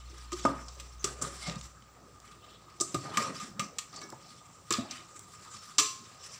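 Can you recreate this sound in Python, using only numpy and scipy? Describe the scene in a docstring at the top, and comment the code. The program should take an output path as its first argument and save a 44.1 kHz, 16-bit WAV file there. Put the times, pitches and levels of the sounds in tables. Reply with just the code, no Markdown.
"""A low motor hum and a faint hiss are heard first, the hum fading; then a metal ladle stirs sticky meat.
It clinks, ticks and scrapes on a thin pot: decaying noise, moving noise bands and resonant modes.
Dull blows ring the loaded pot at low pitches, food tumbles as uneven noise, and the pot groans on the counter.
A kitchen tail of decaying noise and a soft room hiss lie below; the resonances of a small, close
microphone colour it all."""
import sys
import numpy as np
from scipy import signal
from scipy.io import wavfile

SR = 44100
rng = np.random.default_rng(int(sys.argv[2]) if len(sys.argv) > 2 else 0)


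def wav_record(signal):
    """Record a signal, one row per channel, as 16-bit PCM in the file named by sys.argv[1]."""
    frames = np.transpose(np.atleast_2d(signal))
    bounded = np.clip(frames, -1, 1)
    # unit amplitude maps onto the largest positive 16-bit level
    quanta = np.round(bounded * 32767).astype(np.int16)
    wavfile.write(sys.argv[1], SR, quanta)


def elevation(decibels):
    """Turn decibel levels (scalar or array-like) into linear amplitude ratios."""
    levels = np.asarray(decibels, float)
    return 10 ** (levels / 20)


N = 281788   # samples


def rms_one(x):
    """Normalisation: scale a signal to unit root-mean-square."""
    return x / np.sqrt(np.mean(x ** 2) + 1e-20)


def in_time(rows):
    """Linear interpolation: the columns after t/s become curves with one value per sample."""
    s, *columns = np.transpose(rows)
    return [np.interp(np.arange(N) / SR, s, c) for c in columns]


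def at_hz(points, hz):
    """Spectral interpolation: read a curve on a logarithmic frequency axis."""
    table = np.array(points)
    return np.interp(np.log(hz), np.log(table[:, 0]), table[:, 1])


def drift(rate):
    """Low-passed noise: a slow random modulation of about unit spread; a higher rate in Hz moves faster."""
    hop, settle = 40, 2000   # samples per control step; control steps discarded
    r = np.exp(-2 * hop * np.pi * rate / SR)
    noise = rng.standard_normal(N // hop + settle + 2)
    slow = signal.lfilter([1], [1, -2 * r, r * r], noise)[settle:]
    return np.interp(np.arange(N) / hop, np.arange(len(slow)), rms_one(slow))


def band(x, low_hz, high_hz):
    """Band limitation: a Butterworth band-pass."""
    edges = [low_hz, min(high_hz, .45 * SR)]
    return signal.sosfilt(signal.butter(2, edges, "band", fs=SR, output="sos"), x)


def ring(x, hz, t60):
    """Damped resonance: a unit click starts a sine of initial height 1 that falls 60 dB in t60 seconds."""
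    r, w = elevation(-60 / (t60 * SR)), 2 * np.pi * hz / SR
    return signal.lfilter([0, np.sin(w)], [1, -2 * r * np.cos(w), r * r], x + 1e-18)


def grains(length, spread_db):
    """Irregular contact: dense noise impulses whose sizes scatter exponentially in dB."""
    return rng.standard_normal(length) * elevation(spread_db * np.minimum(rng.exponential(1, length), 4))


def banked(source, level_db, low_hz, count, per, patchy_db):
    """Filter-bank synthesis: per bands to the octave, at level_db(Hz) per Hz, each flickering on its own."""
    out, pair = 0, [source(), source()]   # neighbouring bands use different noises
    edges = low_hz * 2 ** (np.arange(count + 1) / per)
    for k, (low, high) in enumerate(zip(edges, edges[1:])):
        gain_db = level_db(np.sqrt(low * high)) + patchy_db * drift(11.3)
        out = out + elevation(gain_db) * band(pair[k % 2], low, high)
    return out


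def swells(rows, rise_db_per_s, fall_db_per_s):
    """Exponential envelopes: power of each row on a millisecond grid, with a rise, a hold and a fall."""
    t = np.arange(N * 1000 // SR + 2) / 1000
    start, hold, db = np.array(rows).T[:3, :, None]
    before, after = np.maximum(start - t, 0), np.maximum(t - start - hold, 0)
    return t, elevation(db - rise_db_per_s * before - fall_db_per_s * after) ** 2


def add(track, s, sound, db):
    """Superposition: add a sound at s seconds with its peak at db."""
    i = round(s * SR)
    track[i:i + len(sound)] += (elevation(db) * sound / np.abs(sound).max())[:N - i]


# Ladle on pot wall: [t/s, peak level/dB, brightest f/Hz, broad crack gain/dB, pot bottom level re peak/dB]
WALL_CLINKS = [(0.3195, -28, 6200, 20, -11.5), (0.329, -24.5, 5070, -2, -43), (0.4518, -22.5, 2580, -2, -1),
               (0.683, -31, 5000, -21, -24), (0.799, -29.5, 6060, 28, -25), (1.043, -13.5, 5800, 1, -23.5),
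               (1.2148, -28.5, 6260, -19, -10.5), (1.221, -14.5, 7640, -29, -28),
               (2.801, -23, 5170, -34, -23), (2.809, -10.5, 6970, -44, -30.5),
               (2.9447, -18.5, 4870, 32, -14.5), (3.172, -12.5, 2360, 0, -12.5),
               (3.399, -32, 4900, 11, -12.5), (3.5953, -16, 2670, 2.5, -17.5),
               (3.785, -17.5, 6340, 15, -28), (3.9293, -38.5, 4670, -20, -13), (4.016, -33, 2060, 6, -16),
               (3.961, -31.5, 5270, -25, -21), (4.1232, -39, 1800, -5, -17), (4.7065, -13, 2960, 10, -16.5),
               (4.7237, -13, 6850, 6, -44), (4.737, -17, 4240, -16, -20.5), (4.91, -25, 4740, -10, -32.5),
               (5.5383, -38, 7170, -2, -12.5), (5.783, -6.5, 5100, -10, -22), (5.7874, -9.5, 5720, 1, -16),
               (5.7977, -8.5, 5900, 19, -24)]


def clinks():
    """Impact and rattle: a tick with short dying chatter drives a bright band, a crack and the pot bottom."""
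    out, t = np.zeros(N), np.arange(SR // 8) / SR
    chatter_s = 0.0083   # time constant of the rattle
    for s, db, hz, crack_db, bottom_db in WALL_CLINKS:
        chatter = grains(len(t), spread_db=3.0) * np.exp(-t / chatter_s)
        chatter[0] = 7.3   # the first touch
        bright = band(chatter, hz / 1.32, hz * 1.35)
        crack = band(chatter, 2440, 8300) + elevation(-2.0) * band(chatter, 10600, 12630)
        add(out, s, bright + elevation(crack_db) * crack, db)
        add(out, s, band(chatter, 1088, 1310), db + bottom_db)
    return out


# Light dry ticks of the ladle tip: [t/s, peak level/dB, centre f/Hz]
TIP_TICKS = [(1.497, -22.5, 3650), (1.557, -34.5, 5600), (1.612, -30.5, 4300), (1.8227, -44, 3080),
             (2.201, -38, 7220), (2.2774, -43, 3500), (4.102, -29, 8100), (5.1925, -30.5, 9150)]


def ticks():
    """Short impact: band-limited grains decay with a time constant of 2 ms."""
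    out, t = np.zeros(N), np.arange(SR // 40) / SR
    for s, db, hz in TIP_TICKS:
        tick = grains(len(t), spread_db=2.0) * np.exp(-t / 0.002)
        add(out, s, band(tick, hz / 1.8, hz * 1.6), db)
    return out


# Hard knocks of a bone on the pot floor: [t/s, peak level/dB]
BONE_KNOCKS = [(0.4518, -13.5), (0.4551, -14), (4.126, -38)]


def knocks():
    """Contact pulse: half a sine as long as the contact, then band-limited."""
    out, t = np.zeros(N), np.arange(SR // 40) / SR
    contact_s = 0.00072
    for s, db in BONE_KNOCKS:
        add(out, s, band(np.sin(np.pi * np.minimum(t / contact_s, 1)), 210, 5900), db)
    return out


# Drags of the ladle edge on the wall; the last row is a faint swish after the ladle is let go:
# [start t/s, hold t/s, level/dB, centre f/Hz, surrounding hiss level/dB]
DRAGS_AND_SWISH = [(0.39, 0.067, -41.5, 6560, -5.5), (0.444, 0.026, -50, 2060, -1),
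                   (1.06, 0.054, -50.5, 6170, 2.5), (1.235, 0.031, -44.5, 6500, -3),
                   (1.33, 0.1, -48, 5430, -0.5), (1.444, 0.088, -46, 2180, -12),
                   (1.467, 0.0073, -37.5, 5670, -7), (1.581, 0.078, -49, 6500, -8.5),
                   (2.255, 0.058, -58, 2880, 3), (2.438, 0.12, -56, 3460, -11),
                   (2.827, 0.16, -48, 6700, -7.5), (3.014, 0.099, -49.5, 5200, -4),
                   (3.118, 0.037, -45, 2600, 0), (3.203, 0.038, -38, 5060, -4.5),
                   (3.37, 0.048, -42, 5170, -5), (3.622, 0.021, -46.5, 5600, -24),
                   (3.948, 0.069, -47, 5100, -11.5), (4.242, 0.091, -52.5, 4460, -11.5),
                   (4.742, 0.042, -41.5, 3870, -6), (4.748, 0.014, -47, 2400, -8),
                   (4.916, 0.054, -44.5, 2870, -6.5), (5.551, 0.025, -46.5, 5080, -1.5),
                   (6.238, 0.1, -48.5, 6240, -7)]
# Faint hiss under and between the drags, which stays when the ladle rests: [t/s, level/dB, centre f/Hz]
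FAINT_HISS = [(0, -54.5, 4270), (.3, -54, 3900), (.7, -52, 6000), (1.62, -73, 5200), (1.75, -67.5, 7200),
              (2.75, -63, 3870), (3.8, -60.5, 6650), (4.1, -56, 6300), (4.5, -60.5, 6700),
              (5.2, -55.5, 7100), (5.7, -54, 5300), (6.39, -54.5, 4660)]


def scrape_controls():
    """Power weighting: gain, centre in octaves and hiss in dB; the loudest row dominates the last two."""
    now, rows = np.arange(N) / SR, np.array(DRAGS_AND_SWISH)
    faint_db, faint_hz = in_time(FAINT_HISS)
    faint, faint_skirt_db = elevation(2 * faint_db), -5
    t, drags = swells(DRAGS_AND_SWISH, rise_db_per_s=282, fall_db_per_s=214)
    power = faint + np.interp(now, t, drags.sum(axis=0))
    centre = (faint * np.log2(faint_hz) + np.interp(now, t, np.log2(rows[:, 3]) @ drags)) / power
    hiss_db = (faint * faint_skirt_db + np.interp(now, t, rows[:, 4] @ drags)) / power
    return np.sqrt(power), centre, hiss_db


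def grit_pings(centre):
    """Random excitation: about 1800 catches a second, as of an edge on grit, each ping briefly."""
    caught = np.flatnonzero(rng.random(N) < 1800 / SR)
    dealt, sizes, pings = rng.integers(0, 16, N), grains(N, spread_db=.7), 0
    for k, hz in enumerate(np.geomspace(1500, 8500, 16)):
        kicks = np.zeros(N)
        nearness = elevation(-14.0 * np.abs(np.log2(hz) - centre[caught]))   # dB per octave
        kicks[caught] = (dealt == k)[caught] * sizes[caught] * nearness
        pings = pings + ring(kicks, hz, 0.038)
    return pings


def scrape():
    """Friction noise: drags, swish and faint hiss rasp as noise and pings around a moving spectral centre."""
    gain, centre, hiss_db = scrape_controls()

    def hump(hz):
        """Spectral slope: a steep peak at the centre above a broad skirt."""
        octaves = np.abs(np.log2(hz) - centre)
        return np.maximum(-32 * octaves, hiss_db - 1.86 * octaves)

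    hiss = banked(lambda: grains(N, spread_db=2.8), hump, 1000, count=11, per=3, patchy_db=2.5)
    rough = rms_one(hiss * elevation(3.54 * drift(20)))
    return gain * rms_one(rough + elevation(-5) * rms_one(grit_pings(centre)))


# The ladle edge sings in one narrow band while it slips: [start t/s, length t/s, peak level/dB, centre f/Hz]
EDGE_SLIPS = [(0.992, 0.027, -43, 6340), (1.41, 0.08, -38, 2160), (2.951, 0.11, -42.5, 4470),
              (3.19, 0.096, -38, 5700), (3.265, 0.022, -41, 4130), (3.931, 0.063, -45, 4540),
              (3.974, 0.025, -36.5, 4580), (4.018, 0.018, -46, 3840), (4.025, 0.02, -39, 5700)]


def slips():
    """Narrow-band friction: each slip swells as the square root of time and stops within 2.3 ms."""
    out, ratio = np.zeros(N), 1.04   # band edges as a ratio to the centre
    for s, length, db, hz in EDGE_SLIPS:
        u = np.arange(round(length * SR)) / SR
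        swell = np.sqrt(u / length) * np.minimum((length - u) / 0.0023, 1)
        add(out, s, band(grains(len(u), spread_db=1.5), hz / ratio, hz * ratio) * swell, db)
    return out


# Modes of pot and ladle when nothing holds them: [f/Hz, level/dB, t60/s]
FREE_MODES = [(1061, -12, .55), (1147, -12, .26), (1700, -16, .32), (2225, -14, .24), (2460, -13, .16),
              (2751, -13, .25), (3133, -9, .16), (3629, -10, .4), (4105, -8, .25), (4920, -9, .16),
              (5378, -13, .2), (5630, -6, .12), (5740, -5, .14), (5993, -14, .42), (6945, -14, .22),
              (7391, -15, .25)]
# Touches that ring on freely: [t/s, level/dB, lowest free f/Hz, highest free f/Hz]
FREE_TOUCHES = [(4.0155, -35, 1500, 2400), (4.709, -27, 1500, 2600), (5.785, -27, 500, 12000)]


def pot(contact, rasp):
    """Modal radiation: contact and rasp sound directly and through modes, free only in a slack or open hand."""
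    out = contact + rasp
    held = elevation(-67) * contact + elevation(-43.5) * rasp
    held_share = 0.74   # share of the ring time left while a hand grips the ladle
    for hz, db, t60 in FREE_MODES:
        free = np.zeros(N)
        for s, blow_db, low_hz, top_hz in FREE_TOUCHES:
            free[round(s * SR)] = elevation(blow_db) * (low_hz < hz < top_hz)
        out += elevation(db) * (ring(held, hz, t60 * held_share) + ring(free, hz, t60))
    go = round(5.76 * SR)   # the hand releases the ladle
    t = np.arange(N - go) / SR
    shimmer = rng.standard_normal(N - go) * elevation(-60 * t / 0.44)   # the countless weak modes of the thin wall
    out[go:] += elevation(-36.5) * band(signal.fftconvolve(contact[go:], shimmer)[:N - go], 2040, 14000)
    return out


# Dull blows through the food: [t/s, peak level/dB, f/Hz, t60/s, pot-floor ring level re peak/dB]
FOOD_BLOWS = [(0.323, -32.5, 360, 0.11, -14.5), (0.451, -24.5, 291, 0.033, -4), (0.479, -37, 280, 0.18, -8),
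              (1.041, -28.5, 370, 0.029, -13.5), (1.213, -34, 240, 0.027, -6), (1.269, -40, 568, 0.1, -17),
              (1.477, -29.5, 172, 0.058, -11), (1.561, -33, 167, 0.05, -28),
              (2.804, -28.5, 364, 0.062, -7.5), (2.943, -26, 359, 0.032, -6.5),
              (2.947, -28, 125, 0.091, -32), (3.172, -30.5, 228, 0.082, -9), (3.59, -42, 184, 0.08, 1.5),
              (4.125, -38.5, 907, 0.021, -7), (4.705, -29, 370, 0.052, -32),
              (4.784, -24.5, 260, 0.066, -10.5), (5.785, -37.5, 306, 0.14, -10),
              (5.801, -41.5, 421, 0.21, -10)]
# Pot-floor modes, varied at each blow: [f/Hz, mean relative level/dB, t60/s]
FLOOR_MODES = [(395, -27, 0.083), (584.6, 9, 0.063), (665.5, -1.5, 0.14), (780, -34, 0.015)]


def thumps():
    """Mass loading: a soft push rings the loaded pot at a low pitch, with pot floor and counter below."""
    out, t = np.zeros(N), np.arange(SR // 4) / SR
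    for s, db, hz, t60, floor_db in FOOD_BLOWS:
        squash = 0.25 * rng.standard_normal(len(t)) * t * np.exp(-t / 0.0049)   # the food gives way unevenly
        push = band(band(t * np.exp(-t / 0.00043) + squash, 143, 1020), 73, 4200)
        counter = elevation(-13.0) * ring(push, 131, 0.14)
        add(out, s, ring(push, hz, np.clip(t60, .02, .5)) + counter + elevation(15.5) * push, db)
        floor = sum(elevation(d + rng.normal(0, 3)) * ring(push, f, r) for f, d, r in FLOOR_MODES)
        add(out, s, floor, db + floor_db)
    return out


# Heaps of food falling over: [start t/s, hold t/s, level/dB]
FOOD_FALLS = [(.48, 0.054, -43.5), (1.08, 0.013, -48), (1.24, 0.022, -43.5), (1.47, 0.033, -45.5),
              (3.06, 0.078, -45), (3.2, 0.11, -44.5), (3.44, 0.0094, -53), (3.61, 0.014, -49),
              (3.94, 0.041, -54.5), (4.03, 0.011, -51), (4.74, 0.13, -52.5)]
# Spectrum of the moving food: [f/Hz, relative level per Hz/dB]
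FOOD_SPECTRUM = [(80, -18), (140, 7.5), (300, 3.5), (600, 1), (1200, -5.5), (2000, -10)]


def food():
    """Granular noise: many uneven contacts slide softly and swell as the food tumbles."""
    t, falls = swells(FOOD_FALLS, rise_db_per_s=311, fall_db_per_s=159)
    rest_db = -62
    gain = np.sqrt(elevation(2 * rest_db) + np.interp(np.arange(N) / SR, t, falls.sum(axis=0)))
    noise = banked(lambda: grains(N, spread_db=7.0), lambda hz: at_hz(FOOD_SPECTRUM, hz),
                   64.8, count=10, per=1.885, patchy_db=4.5)
    return gain * rms_one(noise)


# The pot shifts on the counter: [t/s, mean f/Hz, mean level/dB]
POT_SHIFT = [(3.4, 179, -58), (3.463, 218, -55), (3.545, 156.9, -57), (3.614, 190.3, -49),
             (3.652, 206, -50), (3.68, 191, -63)]


def groan():
    """Frequency and amplitude modulation: a low rough tone slides while the pot shifts."""
    hz, db = in_time(POT_SHIFT)
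    now = np.arange(N) / SR
    fade = np.clip(np.minimum(now - POT_SHIFT[0][0], POT_SHIFT[-1][0] - now) / 0.03, 0, 1)
    phase = 2 * np.pi * np.cumsum(hz * (1 + 0.11 * drift(24))) / SR
    return np.sqrt(2) * fade * elevation(db + 5.0 * drift(48)) * np.sin(phase)


# Fading motor tone: [t/s, mean level of the fundamental/dB]
MOTOR_FADE = [(0, -48), (.8, -50), (1.4, -53), (1.64, -52), (1.75, -64), (2.3, -66), (2.7, -71), (4.6, -77),
              (6.39, -77)]


def hum():
    """Harmonic synthesis: a wavering low motor tone with its octave."""
    mean_hz, octave_db = 60.5, -16
    turn = 2 * np.pi * np.cumsum(mean_hz * (1 + .03 * drift(6))) / SR
    tone = np.sin(turn) + elevation(octave_db + 2.0 * drift(1)) * np.sin(2 * turn)
    return np.sqrt(2) * elevation(in_time(MOTOR_FADE)[0] + 1.3 * drift(12)) * tone


# Reverberation time of the kitchen: [f/Hz, t60/s]
KITCHEN_DECAY = [(150, 0.37), (1000, 0.37), (4000, 0.24), (12000, 0.26)]


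def kitchen(x):
    """Diffuse reverberation: dense reflections build up over 21 ms and die band by band."""
    t, edges = np.arange(SR * 3 // 4) / SR, 90 * 2. ** np.arange(9)
    tail = 0
    for low, high in zip(edges, edges[1:]):
        noise = band(rng.standard_normal(len(t)), low, high)
        tail = tail + noise * elevation(-60 * t / at_hz(KITCHEN_DECAY, low * 1.4))
    tail *= np.minimum(t / 0.021, 1)
    return signal.fftconvolve(x, tail / np.sqrt(np.sum(tail ** 2)))[:N]


# Spectrum of the room hiss: [f/Hz, relative level per Hz/dB]
AIR_SPECTRUM = [(25, 9), (45, 0), (130, 32.5), (400, -68), (900, 14.5), (2000, 1), (5000, 7), (16000, 1.5)]


def room_air():
    """Stationary noise: a softly flickering hiss with a shaped spectrum, at -59.5 dB rms."""
    air = banked(lambda: rng.standard_normal(N), lambda hz: at_hz(AIR_SPECTRUM, hz),
                 22, count=20, per=2, patchy_db=1.0)
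    return elevation(-59.5) * rms_one(air)


def scene():
    """Superposition: pot and food, their echo in the kitchen, hum and room air."""
    near = pot(clinks(), scrape()) + ticks() + slips() + knocks() + food() + groan()
    low = thumps()
    echo = kitchen(near + elevation(-1.5) * low)   # the thumps echo slightly less
    return (near + low + elevation(-10) * echo + hum() + room_air())[None]


# Resonances and notches of the microphone and its housing: [f/Hz, width f/Hz, level/dB]
MICROPHONE_PEAKS = [(1226.4, 115, 16), (6420, 1620, 5.5), (6620, 420, -13), (7506, 2770, 11.5),
                    (12190, 9640, -21), (15140, 570, 15)]


def microphone(x):
    """Resonant coloration: second-order peaks and notches, then a steep top cut."""
    for hz, width_hz, db in MICROPHONE_PEAKS:
        w, a = 2 * np.pi * hz / SR, elevation(db / 2)
        k = np.tan(np.pi * width_hz / SR)
        x = signal.lfilter([1 + k * a, -2 * np.cos(w), 1 - k * a], [1 + k / a, -2 * np.cos(w), 1 - k / a], x)
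    return signal.sosfilt(signal.cheby2(12, 45, 16400, fs=SR, output="sos"), x)


def band_limit(x):
    """A steep low-pass at the top of the band."""
    return signal.sosfilt(signal.butter(12, 16780, fs=SR, output="sos"), x)


def record(dry):
    """Transduction: the microphone colours the sound of the scene."""
    mix = microphone(dry)
    return band_limit(mix)


dry = scene()
out = record(dry)
wav_record(out)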